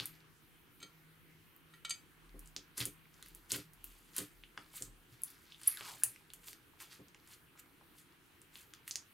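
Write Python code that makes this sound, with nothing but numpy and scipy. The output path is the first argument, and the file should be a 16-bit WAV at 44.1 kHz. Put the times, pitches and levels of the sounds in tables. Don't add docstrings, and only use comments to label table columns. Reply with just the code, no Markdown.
import sys
import numpy as np
from scipy import signal
from scipy.io import wavfile

SR = 44100
rng = np.random.default_rng(int(sys.argv[2]) if len(sys.argv) > 2 else 0)


def generate_wav(signal):
    frames = np.transpose(np.atleast_2d(signal))
    scaled = np.clip(frames, -1, 1) * 32767
    pcm = np.round(scaled).astype(np.int16)
    wavfile.write(sys.argv[1], SR, pcm)


N = 402633

# f/Hz, relative spectral level/dB
HISS_SPECTRUM = [(15, -36), (25, -3.5), (149, -0.5), (206, -7.5), (344, 0.5), (607, -21), (714, -14),
                 (1190, -9), (1560, -8), (1840, -10.5), (2840, -11.5), (6050, -26), (10400, -20.5),
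                 (13200, -19), (16000, -26)]
# f/Hz, correlation/1
HISS_CORRELATION = [(30, 0.59), (250, 0.82), (1000, 0.19), (6000, 0.44), (14000, 0.96)]
# t/s, level/dB
HUM_ENVELOPE = [(0.0, -62.5), (0.46, -71), (3.38, -71.5), (3.58, -62), (3.79, -74.5), (9.13, -83)]
# t/s, level/dB, nominal f/Hz, ring length/cycles, snap re ring/dB
AIR_POCKETS = [(0.0004, -19.5, 3500, 1.4, -13), (0.0571, -21.5, 11700, 2.9, -20),
               (0.205, -50.5, 4200, 1.5, -8), (1.5636, -45, 14200, 7.5, -8),
               (2.3932, -34.5, 10400, 2.5, -21), (2.4596, -43.5, 8660, 2.4, -8),
               (2.4747, -40, 7900, 2, -13), (2.5643, -21.5, 4770, 1.16, -12), (2.7791, -27, 5440, 1.6, -10),
               (2.797, -30, 10800, 4.4, -14), (2.8045, -24.5, 4000, 2.8, -17),
               (2.8123, -28, 3500, 2.7, -18), (2.8545, -17, 9700, 2.4, -4.5),
               (3.0552, -52.5, 2230, 3.2, -12), (3.142, -47.5, 6000, 1.4, -10),
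               (3.2263, -44, 3900, 4.4, 16), (3.261, -41.5, 11750, 2.8, 5), (3.2848, -38.5, 11990, 1.8, -5),
               (3.349, -32, 10600, 2.3, -15), (3.519, -12, 7900, 1.25, -16), (3.5421, -33, 9500, 2.1, -9),
               (3.5599, -26.5, 11400, 3, 3), (3.7345, -40.5, 10870, 1.4, -2),
               (3.8425, -26.5, 13300, 2.4, -1.5), (4.1651, -19.5, 10700, 2.2, -3),
               (4.1821, -16.5, 9400, 2.7, -6.5), (4.437, -37.5, 2850, 1.6, -10),
               (4.5762, -33, 1420, 1.3, 14.5), (4.7644, -40, 9950, 3.5, 9), (4.8231, -22.5, 7730, 2.5, -13),
               (5.219, -34, 13000, 2.7, -14), (5.2353, -21, 10760, 10, -33), (5.3033, -37, 11710, 2.1, -4),
               (5.522, -40.5, 3490, 2.5, -14), (5.5453, -46.5, 3500, 4.5, -4),
               (5.6153, -37.5, 9900, 2.5, 8.5), (5.6335, -35, 9000, 3.7, -7),
               (5.673, -16.5, 11040, 90, -17), (5.772, -40.5, 3860, 5.8, 15),
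               (5.8094, -27.5, 2530, 0.75, -10.5), (6.022, -48, 1640, 5.4, -15),
               (6.0344, -35.5, 2730, 5.9, -21), (6.035, -38, 1700, 4.4, -18), (6.0356, -9, 10100, 4.7, -18),
               (6.1609, -45, 2340, 2.3, 3), (6.3028, -43, 3560, 2, 0), (6.3356, -29, 9400, 1.26, 0.5),
               (6.4836, -32.5, 4220, 0.88, -12), (6.531, -36.5, 4430, 0.93, 4),
               (6.803, -44.5, 2500, 2.5, 12), (7.084, -44.5, 6000, 1.2, -8), (7.1463, -45, 2400, 1.5, 10.5),
               (7.275, -45, 8480, 1.6, 4), (7.576, -51.5, 2160, 1.8, 14), (8.4168, -41.5, 9010, 2.3, 2),
               (8.556, -35, 3370, 1.3, -4), (8.7368, -44, 3320, 2.5, 17.5), (8.749, -44, 4500, 1.3, 2),
               (8.8783, -24.5, 9840, 1.3, 6), (8.9106, -20, 6070, 1.6, -18), (8.957, -18, 6100, 1.76, -7.5)]
# loudest t/s, level/dB, swell/s, fade/s, fizz re squelch/dB
SKIN_PEELS = [(0.003, -52, 0.011, 0.16, -10.5), (2.47, -77, .1, 0.06, 1), (2.778, -55, 0.01, 0.042, 11.5),
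              (2.812, -45, 0.045, 0.065, -4), (3.25, -68, .2, 0.28, -6.5), (3.506, -52.5, 0.012, .04, 3.5),
              (3.54, -46, 0.048, .09, -4.5), (3.86, -71, 0.058, 0.95, -1),
              (4.188, -46.5, 0.054, 0.068, -2.5), (4.574, -68.5, .005, 0.2, -7),
              (4.77, -54.5, 0.054, 0.045, 2), (4.828, -63, .06, 0.064, 4),
              (5.134, -70.5, 0.054, 0.062, -3.5), (5.3, -67, 0.18, 0.36, -7), (5.52, -70, 0.1, .09, -23),
              (5.68, -54.5, .1, 0.1, -3.5), (5.87, -55, 0.28, 0.34, -2.5), (6.488, -58.5, 0.095, 0.078, 1),
              (6.809, -55, 0.024, 0.099, -5), (6.927, -56.5, 0.038, 0.08, -7),
              (7.333, -62.5, 0.13, 0.041, -1.5), (7.597, -58.5, .03, 0.017, -1),
              (7.985, -70, 0.047, 0.077, 5.5), (8.578, -60.5, 0.071, 0.11, -1.5),
              (8.895, -59.5, 0.05, 0.029, 2)]
# t/s, deep-mode level/dB, upper-mode level/dB
TABLE_BLOWS = [(.002, -49.5, -52), (0.827, -74, -55), (2.343, -79, -53), (2.376, -85, -62),
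               (2.566, -93, -56.5), (2.779, -61, -53.5), (2.803, -38, -46.5), (2.862, -60, -49.5),
               (3.521, -47.5, -44.5), (3.545, -53, -46.5), (3.575, -48, -48.5), (4.183, -54, -45),
               (4.21, -51, -47.5), (4.576, -83, -59.5), (4.809, -52.5, -51.5), (4.87, -58, -62.5),
               (5.119, -54.5, -72), (6.067, -57.5, -79), (6.494, -69, -69), (6.993, -58, -52.5)]
# f/Hz, relative level/dB, T60/s
TABLE_MODES = [(119, -4, .17), (80, -8, .1), (210, -14, .06), (297, 3, .1), (345, 0, .08), (400, -4, .07),
               (490, -7, .06), (720, -14, .04), (1100, -15, .03)]
# t/s, level/dB, hardness as spectral slope/(dB per octave)
DISH_TAPS = [(0.8016, -42.5, -3.5), (0.816, -44.5, -7), (0.8277, -31, -3), (1.7368, -44, -10.5),
             (1.8488, -25.5, -5), (1.8945, -26.5, 6), (1.906, -19.5, 1)]
# f/Hz, relative level/dB
DISH_MODES = [(1367, -11), (1800, -17), (1916, -15), (2273, -10), (2520, -11), (2790, -14), (3035, -9),
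              (3144, -9), (3250, -12), (3537, -9), (3878, -3), (4194, -8), (4307, -11), (4474, -10),
              (4678, -8), (4867, -14), (5490, -14), (6205, -7), (6334, -6), (6410, -6), (7068, -14),
              (7284, -9), (7499, -7), (7650, -10), (7883, -8), (8371, -9), (8599, -4), (8690, -7),
              (8772, -7), (9598, -16), (10230, -16), (11200, -15), (11500, -14)]
# strongest t/s, level/dB, swell/s
TABLE_PUSHES = [(2.38, -53, 0.17), (2.89, -66, 0.11), (3.35, -63, 0.2), (3.89, -61, .19),
                (4.41, -64.5, 0.17), (4.9, -58, 0.14), (6.4, -68, 0.086)]
# f/Hz, T60/s, tail level re direct sound/dB
ROOM_DECAY = [(291, .2, 15.5), (1550, 0.25, 2), (4000, 0.19, 3.5), (9430, 0.21, 0.5), (13900, 0.26, -1.5)]

LEFT_RIGHT = np.array([[1], [-1]])


def from_db(db):
    return 10 ** (np.asarray(db) / 20)


def unit_rms(x):
    return x / np.sqrt(np.mean(x ** 2) + 1e-20)


def at_hz(spectrum, hz, column=1):
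    rows = np.array(spectrum)
    return np.interp(np.log(hz), np.log(rows[:, 0]), rows[:, column])


def band(x, low_hz, high_hz):
    sos = signal.butter(2, [low_hz, min(high_hz, .45 * SR)], "band", fs=SR, output="sos")
    return signal.sosfilt(sos, x)


def resonance(x, hz, width_hz):
    r = np.exp(-np.pi * width_hz / SR)
    feedback = [1, -2 * r * np.cos(2 * np.pi * hz / SR), r * r]
    return signal.lfilter([(1 - r * r) / 2, 0, (r * r - 1) / 2], feedback, x)


def ring(impulses, hz, t60):
    r, w = 10 ** (-3 / (t60 * SR)), 2 * np.pi * hz / SR
    return signal.lfilter([0, np.sin(w)], [1, -2 * r * np.cos(w), r * r], impulses + 1e-18)


def drift(per_s):
    knots = rng.standard_normal(int(N / SR * 60) + 2)
    return np.interp(np.arange(N) * per_s / SR, np.arange(len(knots)), knots)


def stereo(mid, side, correlation):
    return (np.sqrt(1 + correlation) * mid + np.sqrt(1 - correlation) * side * LEFT_RIGHT) / np.sqrt(2)


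def hump(peak_s, db, swell_s, fade_s, roundness, edge_db=20):
    t = np.arange(N) / SR - peak_s
    distance = np.abs(t / np.where(t < 0, swell_s, fade_s))
    return from_db(db - edge_db * distance ** roundness)


def hiss():
    out, white = 0, rng.standard_normal((2, 2, N))
    edges = 22 * 2 ** np.arange(0, 9.9, .45)
    for k, (low, high) in enumerate(zip(edges, edges[1:])):
        hz = np.sqrt(low * high)
        gain = from_db(at_hz(HISS_SPECTRUM, hz) + 2.1 * drift(16))
        out = out + gain * stereo(*band(white[k % 2], low, high), at_hz(HISS_CORRELATION, hz))
    return from_db(-65.5) * unit_rms(out)


def hum(hz=157.9, width_hz=8.6):
    white = rng.standard_normal((2, N))
    mid, side = resonance(resonance(white, hz, width_hz), hz, width_hz)
    level_db = np.interp(np.arange(N) / SR, *np.transpose(HUM_ENVELOPE))
    return from_db(level_db) * stereo(unit_rms(mid), unit_rms(side), correlation=0.34)


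def pops():
    out, t = np.zeros((2, N)), np.arange(1400) / SR
    for start_s, db, hz, cycles, snap_db in AIR_POCKETS:
        noise = rng.standard_normal(len(t))
        rise_s = cycles / hz / 1.92
        age = t / rise_s
        flutter = 1 + .25 * unit_rms(band(noise, 200, 900))
        turns = hz * (1.091 * t - 0.35 * rise_s * (1 - np.exp(-age)))
        tone = age ** 2 * np.exp(2 - 2 * age) * np.sin(2 * np.pi * turns) * flutter
        snap = from_db(snap_db) * (0.25 * np.exp(-t / 0.0015) * noise + 0.461 * (t == 0))
        smack = band(band(snap, 1300, 3566), 1000, 4700)
        tick_db = 0.5 - 11 * max(np.log2(hz / 5000), 0)
        tick = from_db(tick_db) * band(snap, min(1.5 * hz, 13000), 3.23 * hz)
        fray = from_db(-18) * np.exp(-t / 0.011) * band(noise, hz / 1.34, hz * 1.6)
        pan_db = 0.395 * noise[-1] * LEFT_RIGHT
        pop = from_db(db + pan_db) * (tone + smack + tick + fray)
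        start = round(start_s * SR)
        out[:, start:start + len(t)] += pop[:, :N - start]
    return out


def crackle(low_hz, high_hz, per_s, cycles, tilt_db, pitches):
    sizes = from_db(3.8 * np.minimum(rng.exponential(1, N), 4)) * rng.choice([-1, 1], N)
    occurs = rng.random(N) < per_s * from_db(4 * drift(55)) / SR
    pitch_index = rng.integers(0, pitches, N)
    out = 0
    for k, hz in enumerate(np.geomspace(low_hz, high_hz, pitches)):
        snaps = resonance(sizes * occurs * (pitch_index == k) + 1e-18, hz, hz / cycles)
        snaps = unit_rms(resonance(snaps, hz, 2 * hz / cycles))
        out = out + from_db(tilt_db * np.log2(hz / low_hz)) * snaps
    return unit_rms(out)


def peeling():
    squelch_gain, fizz_gain = np.zeros((2, N))
    for peak_s, db, swell_s, fade_s, fizz_db in SKIN_PEELS:
        gain = hump(peak_s, db, swell_s, fade_s, roundness=1.255, edge_db=24.5)
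        squelch_gain += gain
        fizz_gain += np.sqrt(2) * gain * from_db(fizz_db)
    squelch = crackle(1200, 4800, per_s=2500, cycles=2.0, tilt_db=3.5, pitches=7)
    fizz = crackle(7000, 13500, per_s=2700, cycles=4.7, tilt_db=2.5, pitches=6)
    ticks = crackle(890, 16000, per_s=39, cycles=1.8, tilt_db=-2.7, pitches=3)
    kneading = np.arange(N) / SR > 2.2
    return squelch_gain * squelch + fizz_gain * fizz + from_db(-82) * kneading * ticks


def soft_contact(rise_s):
    t = np.arange(2000) / SR
    return unit_rms(t * np.exp(-t / rise_s) * rng.standard_normal(len(t))) / np.sqrt(len(t))


def table_thuds():
    times, deep_db, upper_db = np.transpose(TABLE_BLOWS)
    starts = np.round(times * SR).astype(int)
    scatter_db = rng.normal(0, 1.0, (len(TABLE_BLOWS), len(TABLE_MODES)))
    deep, upper = np.zeros((2, N))
    for k, (hz, mode_db, t60) in enumerate(TABLE_MODES):
        group, blow_db = (deep, deep_db) if hz < 150 else (upper, upper_db)
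        impulses = np.zeros(N)
        impulses[starts] = from_db(blow_db + mode_db + scatter_db[:, k])
        group += ring(impulses, hz, t60)
    swell = resonance(deep, TABLE_MODES[0][0], 67)
    squish = signal.oaconvolve(upper, soft_contact(rise_s=0.0099))[:N]
    thuds = from_db(6) * swell + 0.36 * upper + 0.86 * squish
    left = band(band(thuds, 70.3, 1560), 55, 2200)
    right = signal.lfilter([.45, 1], [1, .45], np.roll(left, 6))
    return np.array([left, right])


def dish_taps():
    times, tap_db, hardness = np.transpose(DISH_TAPS)
    starts = np.round(times * SR).astype(int)
    scatter_db = rng.normal(0, 3.0, (len(DISH_TAPS), len(DISH_MODES)))
    out = np.zeros(N)
    out[starts] = from_db(tap_db - 5)
    for k, (hz, mode_db) in enumerate(DISH_MODES):
        tilt_db = hardness * np.log2(hz / 4000)
        impulses = np.zeros(N)
        impulses[starts] = from_db(tap_db + mode_db - 17.5 + tilt_db + scatter_db[:, k])
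        out += (-1) ** k * ring(impulses, hz, t60=0.077 * (4000 / hz) ** 0.39)
    return band(out, 900, 15000)


def table_sway(hz=39.3, left_lead_rad=0.27):
    phase = 2 * np.pi * np.cumsum(hz * (1 + .03 * drift(6))) / SR
    gain = sum(hump(peak_s, db, swell_s, fade_s=1.15 * swell_s, roundness=1.1)
               for peak_s, db, swell_s in TABLE_PUSHES)
    balance = from_db(.4 * LEFT_RIGHT)
    return np.sqrt(2) * gain * balance * np.sin(phase + left_lead_rad / 2 * LEFT_RIGHT)


def gurgle(start_s=5.69, length_s=0.29, first_hz=3200, last_hz=780, sink_s=.085):
    lowpass = signal.butter(2, 190, fs=SR, output="sos")
    in_phase, quadrature = signal.sosfilt(lowpass, rng.standard_normal((2, N)))
    progress = np.clip((np.arange(N) / SR - start_s) / length_s, 0, 1)
    hz = last_hz + (first_hz - last_hz) * np.exp(-progress * length_s / sink_s)
    phase = 2 * np.pi * np.cumsum(hz) / SR
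    cavity = unit_rms(in_phase * np.cos(phase) + quadrature * np.sin(phase))
    envelope = np.minimum(progress / .55, 1) ** .5 * (1 - progress ** 3)
    lumps_db = 3.5 * drift(55)
    return envelope * from_db(-57 + lumps_db) * cavity


def room(x, echo_s=0.0019, echo_db=-15.5):
    t, response = np.arange(SR // 2) / SR, 0
    noise = stereo(*rng.standard_normal((2, len(t))), correlation=0.7)
    edges = 120 * 2 ** np.arange(0, 7.6, .5)
    for low, high in zip(edges, edges[1:]):
        hz = np.sqrt(low * high)
        t60, tail_db = at_hz(ROOM_DECAY, hz), at_hz(ROOM_DECAY, hz, column=2)
        unit_energy = np.sqrt(2 * np.log(1000) / (t60 * SR))
        response = response + from_db(tail_db - 60 * t / t60) * unit_energy * band(noise, low, high)
    response *= np.clip(t / 0.001 - .5, 0, 1)
    response[:, 0] += 1
    response[:, round(echo_s * SR)] += from_db(echo_db)
    return signal.oaconvolve(x, response, axes=1)[:, :N]


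def scene():
    thuds = table_thuds()
    reverberant = room(pops() + peeling() + dish_taps() + gurgle())
    return hiss() + hum() + reverberant + thuds + table_sway()


def record(dry):
    return signal.sosfilt(signal.cheby2(16, 60, 16400, fs=SR, output="sos"), dry)


dry = scene()
out = record(dry)
generate_wav(out)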